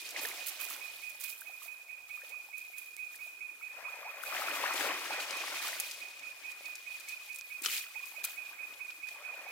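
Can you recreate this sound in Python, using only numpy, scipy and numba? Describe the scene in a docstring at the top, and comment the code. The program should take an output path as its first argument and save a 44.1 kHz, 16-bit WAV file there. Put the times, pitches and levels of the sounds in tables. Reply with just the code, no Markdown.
"""Night on a gravel shore, a small stereo microphone held low. From the start a cricket (gliding tones) chirps
on the right over a far chorus and far surf (noise), while a wavelet gurgles a little to the left (ringing
bubbles) and bright foam and grit fizz and crunch mostly on the right (short grains and hiss), among plops,
ticks and dry snaps. After 3.8 s a second wavelet runs up and drains until about 6.5 s. Near 7.65 s and again
at 8.24 s a dog's paw stamps the gravel (ringing pebbles), with crunching grit; the cricket keeps on."""
import sys
import numpy as np
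from scipy import signal
from scipy.fft import rfft, irfft, next_fast_len
from scipy.io import wavfile
from scipy.ndimage import uniform_filter1d
from numba import njit

SR = 44100
rng = np.random.default_rng(int(sys.argv[2]) if len(sys.argv) > 2 else 0)


def dump(signal):
    """Clip the signal to [-1, 1] and save it as 16-bit WAV at the path in sys.argv[1]."""
    limited = np.clip(np.atleast_2d(signal).T, -1, 1)
    pcm = np.round(limited * 32767).astype(np.int16)
    wavfile.write(sys.argv[1], SR, pcm)


N = 419391

# In every table a pan is left minus right [dB]. Ring levels are those before the swell and fade.

# Far surf and air: (frequency [Hz], relative density [dB per Hz])
NIGHT_SPECTRUM = [(100, -19), (300, -1), (700, 5), (1500, 6.5), (2500, -7), (4200, 0.5), (6000, 1.5),
                  (9000, 1.5), (12000, 0), (16000, -5)]
# Cricket chirps: (time [s], level at the right [dB])
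CHIRPS = [(-0.075, -40.5), (0.142, -38.5), (0.365, -42), (0.582, -39), (0.798, -40), (1.017, -40),
          (1.229, -40.5), (1.451, -41.5), (1.668, -40.5), (1.878, -40), (2.091, -38.5), (2.308, -38.5),
          (2.522, -38), (2.731, -40.5), (2.976, -37.5), (3.191, -38.5), (3.398, -39), (3.611, -38),
          (3.834, -38), (4.042, -40), (4.25, -39.5), (4.45, -38), (4.669, -40), (4.883, -39.5),
          (5.097, -37), (5.315, -37.5), (5.543, -38.5), (5.776, -40.5), (5.998, -39.5), (6.218, -39),
          (6.43, -38.5), (6.64, -38.5), (6.855, -39), (7.072, -38.5), (7.286, -38), (7.497, -38.5),
          (7.708, -38.5), (7.94, -37), (8.149, -38), (8.361, -37.5), (8.578, -37.5), (8.792, -37.5),
          (9.019, -37), (9.234, -38), (9.459, -40)]
# Wing strokes of one chirp: (start [s], length [s], start pitch [Hz], end pitch [Hz], level [dB],
# lateness of the peak [0-1; 1 is midway])
WING_STROKES = [(0.0019, 0.026, 2225, 2290, -5.5, 0.6), (0.02, 0.041, 2290, 2400, -11.5, 0.9),
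                (0.0115, 0.039, 2515, 2470, 2.5, 0.67), (.046, 0.03, 2495, 2470, 3, 0.6),
                (.078, 0.028, 2465, 2440, -0.5, 1), (.125, 0.047, 2479, 2436, -15, 0.6)]
# Gurgle of the water: (time [s], level [dB], small bubbles over that [dB], large bubbles over that [dB], pan [dB])
WASH_CURVES = [(0, -74.5, 8, 1, 1), (.2, -52, -1, -6.5, 3), (.45, -62.5, 0, -10.5, 1),
               (.7, -63, 8, -7.5, 3), (1.1, -70, -7, -9, 2), (1.5, -73.5, 4, -9, 0), (2.1, -76, 0, -12, 4),
               (2.3, -65, -3, -13, 2.5), (2.5, -80, 2, -7, 4), (3.6, -80, 9.5, 0, 5),
               (3.8, -58.5, -2, -27, 7), (4.25, -56, 2, -21, 4.5), (4.35, -45.5, 4.5, -16, 4),
               (4.52, -49, 5, -8.5, 3.5), (4.65, -43.5, 6, -12, 3.5), (4.73, -47.5, 5, -9.5, 4),
               (4.82, -42.5, 3.5, -8.5, 3), (5.1, -49.5, 3.5, -8.5, 1.5), (5.65, -54.5, 5.5, -10, 1),
               (6, -66.5, 3.5, -7.5, 2), (7.55, -74.5, 7, -9, 2), (7.66, -65, 3, 2, -1),
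               (7.85, -73.5, 8.5, -6, -2), (8.55, -68, 6, -6.5, 2), (9.05, -73.5, 5, -7, 2.5),
               (9.22, -64.5, 6, -16, 2.5), (9.51, -58, -3.5, -22, 5.5)]
# Rush of water under the bubbles: (frequency [Hz], relative density [dB per Hz])
RUSH_SPECTRUM = [(59, -80), (100, -52), (138, -55), (252, -39.5), (837, -5.5), (1010, -7), (2550, -1.5),
                 (2780, -13), (6000, -16), (7800, -40), (13200, -120)]
# Single bubbles and drips: (time [s], level [dB], pitch [Hz], pan [dB])
PLOPS = [(0.162, -21.5, 1950, 2.0), (0.251, -21.5, 1680, -1.5), (0.315, -27, 2000, -1.0),
         (0.419, -42, 1900, -1.5), (0.707, -34, 1170, 3.0), (0.762, -41, 1490, 0.0),
         (1.418, -33.5, 1480, 0.5), (1.494, -44, 720, 5), (1.618, -41, 1130, -3.5), (1.655, -49.5, 660, -1),
         (2.174, -43.5, 1170, 1.5), (2.218, -38, 1690, 0.0), (2.342, -44, 1130, 5), (3.145, -40, 1750, 1.0),
         (3.263, -51, 660, 1.0), (3.61, -46, 1250, 17), (3.77, -43.5, 1300, 12), (3.852, -39, 1160, 11),
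         (3.881, -35, 1150, 14), (4.235, -29.5, 1380, 17), (4.323, -27, 1180, 11), (4.365, -22, 1770, 3),
         (4.419, -25, 1210, 8), (4.463, -41, 835, 3), (4.483, -23.5, 1290, 11), (4.606, -32, 1870, 5.0),
         (4.638, -24, 930, 5.0), (4.708, -25, 1030, 5.5), (4.808, -19, 1570, 6), (4.861, -36, 720, 4.5),
         (5.105, -25.5, 810, 3), (5.198, -29, 1430, 1.5), (5.478, -28, 1780, 3.0), (5.54, -33, 1070, 3.0),
         (5.685, -26.5, 1380, 2.0), (5.73, -24, 1880, 2.0), (5.901, -40, 1860, 0.5),
         (7.647, -28.5, 1380, 1.5), (7.84, -36, 1830, 0.0), (7.949, -35, 2060, 2.0), (8.0, -40, 1840, 1.5),
         (8.179, -46, 607, 0.5), (8.285, -46, 1800, 1.5), (8.531, -39.5, 1540, 5.0), (8.633, -44, 2060, 21),
         (9.089, -37, 1830, 6.5), (9.158, -42, 880, 6), (9.279, -41, 1400, 8), (9.465, -37, 734, 8)]
# Pockets of air that shrink and glide up: (time [s], level [dB], start pitch [Hz], pan [dB],
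# fade by 60 dB [cycles], pitch rise [share])
GURGLES = [(.24, -25, 435, 0, 20, 0.23), (2.185, -38.5, 1200, 2, 170, 1.4), (2.232, -31, 503, 1, 12, 0.37),
           (2.29, -43, 392, 5, 48, 1.9), (3.862, -34, 853, 21, 63, 1.55), (4.04, -24, 538, 5, 57, 2.2),
           (7.615, -29, 293, -2, 6.3, 0.17), (7.952, -29.5, 800, 1, 29, 0.28),
           (8.98, -42, 298, 1, 10, 0.26), (9.185, -36, 528, 3, 50, 0.51), (9.305, -39, 453, 4, 28, 0.35)]
# Foam: (time [s], level [dB], brightness from coarse to finest grains [dB], pan [dB])
FOAM_CURVES = [(0, -49.5, -10, -1.5), (.45, -47.5, -9.5, -4), (1.16, -57.5, -5.5, -6), (1.35, -61, 1.5, -7),
               (1.9, -68.5, -2.5, -7.5), (2.67, -62.5, -1.5, 0), (3.55, -67, -2.5, 2.5),
               (4.19, -62.5, -0.5, 3), (4.26, -51.5, -0.5, 3), (4.36, -46, -5.5, 3), (4.65, -46.5, -6, 2),
               (5.1, -47, -11.5, 4.5), (5.4, -44.5, -16, 2), (5.8, -45, -7.5, 1.5), (6.15, -55.5, -12, 2.5),
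               (6.6, -58, -7.5, 3.5), (7.05, -55, -9, 3.5), (7.5, -61, -3, 3.5), (7.85, -56.5, -4.5, 0),
               (8.6, -62, -3, 3.5), (9.51, -60, -6.5, 3)]
# Crunching grit, under paws or tumbled by the wave: (time [s], hold [s], level [dB],
# brightness from coarse to finest grains [dB], pan [dB])
CRUNCHES = [(0.163, 0.025, -45.5, -21, 3), (0.214, 0.06, -50.5, 4, -7), (0.464, 0.014, -50.5, 4, -9.5),
            (0.602, 0.049, -53, 5, -8), (0.693, .05, -51.5, -0.5, -8), (1.206, 0.047, -53, -0.5, -13.5),
            (1.282, 0.018, -57, 7, -9), (1.625, 0.025, -60, 4, -8), (2.087, 0.12, -62.5, -2, -2),
            (2.236, 0.063, -60, -4, -4), (2.57, .03, -67, 0, -8), (2.774, 0.025, -63, 5, -11),
            (3.12, 0.15, -63, 0, -1), (4.76, 0.11, -44.5, -8, 5.5), (5.2, .02, -46, -7, -1),
            (5.62, 0.068, -43.5, -6, -3), (6.65, 0.034, -61, 0, 3), (7.082, .04, -54, -10, 3),
            (7.35, 0.026, -71, -2, -4), (7.639, 0.15, -41, -5, 0.5), (8.07, 0.035, -60, 0, 7),
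            (8.266, 0.084, -58, 0, 3), (8.24, 0.0083, -43, -5, 0), (8.454, 0.049, -58, -13, 0),
            (9.072, 0.046, -56.5, -6, 4)]
# Stones that click: (time [s], level [dB], pitch [Hz], pan [dB])
CLICKS = [(0.0893, -33.5, 6190, -4.5), (0.1067, -32, 7620, -2.5), (0.166, -33, 3060, -0.5),
          (0.192, -26.5, 4270, -2), (0.2708, -37, 15000, -4), (0.4244, -34, 3040, -3.5),
          (0.467, -23.5, 14200, -9), (0.4844, -21.5, 14400, -7.5), (0.6434, -29, 14000, -6.5),
          (0.7013, -28.5, 14200, -9), (0.7634, -34, 13100, -6.5), (1.0949, -32.5, 14700, -14),
          (1.1987, -34, 14600, -8.5), (1.209, -28, 14800, -7.5), (1.238, -22.5, 14100, -7.5),
          (1.2944, -29, 13800, -8.0), (1.408, -32, 14400, -9), (1.6277, -37, 13800, -11),
          (2.2927, -38, 12800, -7), (2.5785, -32.5, 14400, -6.0), (2.7835, -32, 12500, -8.0),
          (3.1554, -36, 9640, -3), (3.6262, -43, 14300, 0.0), (4.2313, -29.5, 10700, 1),
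          (4.7366, -25, 7260, 3.0), (4.7636, -37, 3260, 4.0), (5.203, -26, 2980, 1.0),
          (5.3073, -27.5, 4700, 9), (5.368, -31, 7000, -1), (5.8007, -16, 10500, 1),
          (5.912, -27, 4750, 2.5), (5.937, -37, 4520, 4), (6.193, -38, 5900, 3.5), (6.5161, -38, 7750, 3.5),
          (6.6558, -36, 4320, 3.5), (6.7542, -31.5, 5900, 3.0), (6.999, -34, 8130, 4.0),
          (7.087, -30, 6650, 8), (7.3272, -39, 6590, 2.5), (7.347, -34, 9130, 0.0),
          (7.3603, -30, 8630, -1.0), (7.3854, -33, 10500, -1.5), (7.6197, -28, 9540, 2),
          (7.6488, -25, 7550, 2), (7.6599, -20, 4440, 13), (8.0564, -35, 7770, 7), (8.1934, -39, 3070, 0),
          (8.2407, -25, 12200, -1), (8.2471, -17.5, 12300, 2), (8.7374, -43, 3210, 1.5),
          (8.9042, -37, 3100, 6), (9.0872, -38.5, 4950, 9)]
# Dry snaps, some on top of a click or plop: (time [s], level [dB], pitch [Hz], pan [dB])
SNAPS = [(0.2513, -21, 3100, -4.5), (0.6135, -20, 10900, -7.5), (0.6689, -30, 3490, -4),
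         (1.2121, -29, 11000, -8.0), (1.312, -24, 11600, -8.0), (1.6604, -36, 8290, -10.0),
         (2.2484, -36, 3340, -3.5), (2.5944, -34, 7540, -10.5), (2.9667, -23, 9140, -8.5),
         (4.8274, -24, 4320, 2.5), (7.3604, -24, 8640, -6.0), (7.4114, -22.5, 5800, -2.5),
         (7.8214, -28, 8380, -0.5)]
# Paw coming down hard: (time [s], level [dB], pan [dB])
STAMPS = [(7.647, -50, 1), (7.66, -24.5, 0), (7.667, -34, 1.0), (7.684, -30.5, 3), (8.242, -34, -1)]
# Short modes of the stamped pebbles: (frequency [Hz], level [dB], fade by 60 dB [s])
PEBBLE_MODES = [(334, -16.5, 0.012), (1176, -10, 0.036), (1390, -15, 0.047), (2130, -7, 0.0098),
                (2894, 3, 0.033), (3580, -12, 0.0088), (4330, -4, 0.015), (5640, -11, 0.0093)]
# Rumble added at the microphone: (frequency [Hz], relative density [dB per Hz])
RUMBLE_SPECTRUM = [(20, -28), (40, -2), (75, -5), (120, 5.5), (200, -8), (400, -43)]

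NIGHT_DB = -64  # before its slow swings
CRICKET_PAN_DB = -15  # left minus right
SLOWING_PER_S = .008  # the strokes spread out a little as the song goes on
TREES_T60_S, TREES_DB = 0.34, -8  # echo fade by 60 dB, level on the right
CHORUS_HZ, CHORUS_WIDTH_HZ, CHORUS_DB = 2470, 79, (-60.5, -52.5)  # far crickets, levels left and right
SURGE_DB, SURGES_PER_S = 1.5, 20  # the gurgle comes in lumps
PLOP_CYCLES = 25.4  # fade by 60 dB
LEFT_LEAD = 4  # samples by which the left channel hears the water first
FINE_SHARE, FINE_DB = 0.45, -0.5  # middle grain size: share of the brightness it takes, its level
SPIKE_DB = -6.5  # sharp ticks within the fizz
CRUNCH_ATTACK_S, CRUNCH_RELEASE_S = 0.0074, 0.04
TRICKLE_DB = -74  # stray drips and ticks between the stones
CLICK_S, CRACKLE_DB = 0.0024, -14  # time constant of the crackle, its level under the tick
TICK_CYCLES, SNAP_CYCLES = 13, 5  # fade by 60 dB
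RUMBLE_DB, HUM_HZ, HUM_DB = -94, 77, -94  # levels before their shared swings
TOP_HZ = 15850  # the microphone's upper limit


def undb(db):
    """Amplitude of a level in dB."""
    return 10 ** (np.asarray(db) / 20)


def level(x, db):
    """Scale to an rms level."""
    return x * undb(db) / np.sqrt(np.mean(x ** 2))


def ears(pan_db):
    """Left and right gains."""
    return undb(np.array([pan_db, -pan_db]) / 2)


def curves(table):
    """Columns of a curve table at every sample."""
    s, *columns = np.transpose(table)
    t = np.arange(N) / SR
    return [np.interp(t, s, column) for column in columns]


def coloured(spectrum, alike):
    """Two noises of one colour that share part of their chance."""
    hz, db = np.transpose(spectrum)
    size = next_fast_len(N)
    bin_hz = np.arange(size // 2 + 1) * SR / size
    gain = undb(np.interp(np.log(bin_hz + 1), np.log(hz), db))
    mid, side = (irfft(rfft(rng.standard_normal(size)) * gain, size)[:N] for _ in range(2))
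    alike = np.clip(alike, 0, 1)
    mid, side = mid * np.sqrt(1 + alike), side * np.sqrt(1 - alike)
    return level(np.array([mid + side, mid - side]), 0)


def band(x, lo_hz, hi_hz):
    """Band-pass, its upper edge kept under half the sample rate."""
    edges = [lo_hz, min(hi_hz, SR / 2.1)]
    return signal.sosfilt(signal.butter(2, edges, "bandpass", fs=SR, output="sos"), x)


def walk(rate):
    """Random levels, rate of them a second, joined by ramps; spread near 1."""
    hold = int(SR / rate)
    steps = np.repeat(rng.standard_normal(N // hold + 1), hold)
    return uniform_filter1d(steps, hold)[:N]


@njit
def ring(start, hz, cycles, rise, onset, gains, n, sr):
    """Sines that swell over an onset share, fade by 60 dB in so many cycles and rise in pitch."""
    out = np.zeros((2, n))
    for e in range(len(hz)):
        length = int(cycles[e] * sr / hz[e]) + 1
        w = 2 * np.pi * hz[e] / sr
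        # the phasor turns and shrinks by one step a sample; the glide speeds up the turning
        phasor, step = 1 + 0j, np.exp(-np.log(1000) / length + 1j * w)
        glide = np.exp(1j * w * rise[e] / length)
        for i in range(length):
            u = min(i / (onset * length), 1.)
            value = u * u * (3 - 2 * u) * phasor.imag
            for c in range(2):
                if 0 <= start[c, e] + i < n:
                    out[c, start[c, e] + i] += gains[c, e] * value
            phasor *= step
            step *= glide
    return out


def grains(count, lo_hz, hi_hz, cycles, rise, onset, scatter_db, pan_db, lag):
    """A shower of small rings: even in log pitch, uneven in strength, spread over the shore."""
    t, pitch, size, side = rng.random((count, 4)).T
    # lag [samples]: largest time offset between the channels
    start = (t * N + np.outer([1, -1], lag * (side - .5))).astype(np.int64)
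    scatter = scatter_db * np.clip(rng.standard_normal(count), -3, 2.5)
    gains = undb(scatter) * ears(pan_db * (2 * side - 1))
    hz = lo_hz * (hi_hz / lo_hz) ** pitch
    lengths = cycles * (0.27 + 1.69 * size)
    return level(ring(start, hz, lengths, rise * size, np.clip(onset, .01, .5), gains, N, 1. * SR), 0)


def typed(s, db, hz, pan_db, cycles, rise, onset):
    """One ring for each listed event."""
    start = np.tile((s * SR).astype(np.int64), (2, 1))
    gains = undb(db) * ears(pan_db)
    return ring(start, hz, cycles + 0 * s, rise + 0 * s, np.clip(onset, .01, .5), gains, N, 1. * SR)


def night():
    """Far surf and air: broad noise, nearly separate in the two channels, that swings slowly in level."""
    return coloured(NIGHT_SPECTRUM, alike=0.11) * undb(NIGHT_DB + 2.0 * walk(8.3))


def cricket():
    """Gliding wing strokes, never quite alike, thrown back by the trees over a far chorus."""
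    call = np.zeros(N + 2 * SR)  # starts one second early
    for s, db in CHIRPS:
        chances = rng.standard_normal((len(WING_STROKES), 3))
        for (t, length, hz0, hz1, stroke_db, late), (a, b, c) in zip(WING_STROKES, chances):
            u = np.linspace(0, 1, int(length * SR))
            hz = hz0 + (hz1 - hz0) * u + 5.1 * a
            tone = np.sin(2 * np.pi * np.cumsum(hz) / SR + 9 * c)
            swell = np.sin(np.pi * u ** late) ** 0.72
            i = SR + int((s + t * (1 + SLOWING_PER_S * s) + .0015 * c) * SR)
            call[i:i + len(u)] += tone * swell * undb(db + stroke_db + b)
    # the echo is a fading noise tail that builds up over 0.1 s
    t = np.arange(SR) / SR
    tail = rng.standard_normal((2, SR)) * undb(-60 * t / TREES_T60_S) * np.minimum(t / 0.1, 1)
    tail /= np.sqrt(np.sum(tail ** 2, axis=1, keepdims=True))
    echo = signal.fftconvolve(call[None], tail, axes=1)[:, SR:SR + N]
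    echo = echo * undb([[TREES_DB - 3.0], [TREES_DB]])
    half_width = CHORUS_WIDTH_HZ / 2
    far = band(rng.standard_normal((2, N)), CHORUS_HZ - half_width, CHORUS_HZ + half_width)
    direct = np.outer([undb(CRICKET_PAN_DB), 1], call[SR:SR + N])
    return direct + echo + level(far, 0) * undb(CHORUS_DB)[:, None]


def wash():
    """Bubbles of three sizes ring in surges over a rush, the mix moving as the wave tumbles and drains."""
    db, small_db, large_db, pan_db = curves(WASH_CURVES)
    small = grains(count=7000, lo_hz=967.0, hi_hz=3260.0, cycles=26.6, rise=1.0, onset=0.1,
                   scatter_db=5.5, pan_db=6.0, lag=5.4)
    middle = grains(count=3500, lo_hz=481.2, hi_hz=947.0, cycles=15.6, rise=1.0, onset=0.14,
                    scatter_db=3.5, pan_db=6.5, lag=4.7)
    large = grains(count=3000, lo_hz=254.4, hi_hz=475.0, cycles=8.4, rise=0.9, onset=0.16,
                   scatter_db=2.5, pan_db=2.0, lag=1.7)
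    bubbles = middle + undb(small_db) * small + undb(large_db) * large
    rush = undb(small_db / 2 + 3.5) * coloured(RUSH_SPECTRUM, alike=1.0)
    surge = undb(db + SURGE_DB * walk(SURGES_PER_S))
    plops = typed(*np.transpose(PLOPS), PLOP_CYCLES, rise=0.3, onset=0.1)
    gurgles = typed(*np.transpose(GURGLES), onset=0.53)
    water = surge * ears(pan_db) * (bubbles + rush) + plops + gurgles
    return np.array([np.roll(water[0], -LEFT_LEAD), water[1]])


def crunch(s, hold):
    """Envelope of one crunch: attack, hold, release."""
    t = np.arange(N) / SR - s
    attack = np.clip(1 + t / CRUNCH_ATTACK_S, 0, 1)
    return attack * np.exp(-np.maximum(t - hold, 0) / CRUNCH_RELEASE_S)


def fizz():
    """Foam and crunching grit: flickering grains over hiss in three sizes, where their powers add."""
    foam_db, foam_bright_db, foam_pan_db = curves(FOAM_CURVES)
    parts = [(ears(foam_pan_db) * undb(foam_db), foam_bright_db)]
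    for s, hold, db, bright_db, pan_db in CRUNCHES:
        parts.append((np.outer(ears(pan_db) * undb(db), crunch(s, hold)), bright_db))
    hiss = coloured([(20, 0), (20000, 0)], alike=0.5)
    # (low edge [Hz], high edge [Hz], share of the brightness, level [dB], grains over hiss [dB])
    sizes = ((2046.0, 7010.0, 0.023, 0.015, -3.2),
             (5910.0, 11330.0, FINE_SHARE, FINE_DB, -3.5),
             (10440.0, 14800.0, 0.95, 0, 1.3))
    out = 0
    for lo_hz, hi_hz, share, size_db, grain_db in sizes:
        shower = grains(count=9000, lo_hz=lo_hz, hi_hz=hi_hz, cycles=9.3, rise=0.055, onset=0.3,
                        scatter_db=2.0, pan_db=6.5, lag=6.)
        gain = np.sqrt(sum((g * undb(share * b + size_db)) ** 2 for g, b in parts))
        out = out + gain * (undb(grain_db) * shower + level(band(hiss, lo_hz, hi_hz), 0))
    finest_gain = gain  # the sharp ticks follow the last, finest size
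    spikes = grains(count=400, lo_hz=4160.0, hi_hz=14300.0, cycles=2.75, rise=0, onset=.1,
                    scatter_db=1.0, pan_db=7.0, lag=5.)
    flicker = undb(1.7 * walk(40))
    return flicker * out + undb(SPIKE_DB) * finest_gain * band(spikes, 2500, 18000)


def trickle():
    """Sparse small drips and ticks all along the water's edge, ringing at scattered pitches."""
    drips = grains(count=500, lo_hz=633.0, hi_hz=9540.0, cycles=19.4, rise=0.42, onset=0.092,
                   scatter_db=8.5, pan_db=11.5, lag=2.0)
    return undb(TRICKLE_DB) * drips


def clicks():
    """A tick at the stone's pitch inside a short crackle around that pitch, which swells and fades."""
    s, db, hz, pan_db = np.transpose(CLICKS)
    noise = coloured([(20, 0), (20000, 0)], alike=.4) * undb(4.5 * walk(700))
    wide = level(band(noise, 1000, 23500), -9.5)
    out = np.zeros((2, N + SR))
    u = np.arange(int(9 * CLICK_S * SR)) / (CLICK_S * SR)
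    swell = (np.e * u / 2) ** 2 * np.exp(-u)  # reaches 1 at two time constants
    starts = ((s - CLICK_S) * SR).astype(int)
    gains = (undb(db + CRACKLE_DB) * ears(pan_db)).T
    for start, gain, pitch in zip(starts, gains, hz):
        span = slice(start, start + len(u))
        crackle = level(band(noise[:, span], pitch / 2, pitch * 2), 0) + wide[:, span]
        out[:, span] += np.outer(gain, swell) * crackle
    return out[:, :N] + typed(s, db, hz, pan_db, TICK_CYCLES, rise=0, onset=0.039)


def snaps():
    """Dry snaps, some on top of a click or plop: a few cycles with next to no swell."""
    return band(typed(*np.transpose(SNAPS), SNAP_CYCLES, rise=0, onset=.01), 1500, 18000)


def paws():
    """Each stamp knocks the pebbles into their short modes, each time a little different."""
    s, db, pan_db = np.transpose(STAMPS)
    out = 0
    for hz, mode_db, t60 in PEBBLE_MODES:
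        a, b = rng.standard_normal((len(s), 2)).T
        out = out + typed(s, db + mode_db + 3 * a, hz * (1 + .1 * b), pan_db, t60 * hz, rise=0, onset=0.057)
    return out


def scene():
    """All that reaches the microphone."""
    return night() + cricket() + wash() + fizz() + trickle() + clicks() + snaps() + paws()


def record(dry):
    """The bass is thinned, a faint rumble and a hum that come and go join, the top is cut."""
    thin = signal.sosfilt(signal.butter(3, 230, "highpass", fs=SR, output="sos"), dry)
    hum = np.sin(2 * np.pi * HUM_HZ * np.arange(N) / SR) * undb(HUM_DB)
    rumble = coloured(RUMBLE_SPECTRUM, alike=0.78) * undb(RUMBLE_DB)
    swings = undb(np.minimum(11.5 * walk(6), 5.0))
    top_cut = signal.ellip(10, .2, 70, TOP_HZ, fs=SR, output="sos")
    return signal.sosfilt(top_cut, thin + (rumble + hum) * swings)


dry = scene()
out = record(dry)
dump(out)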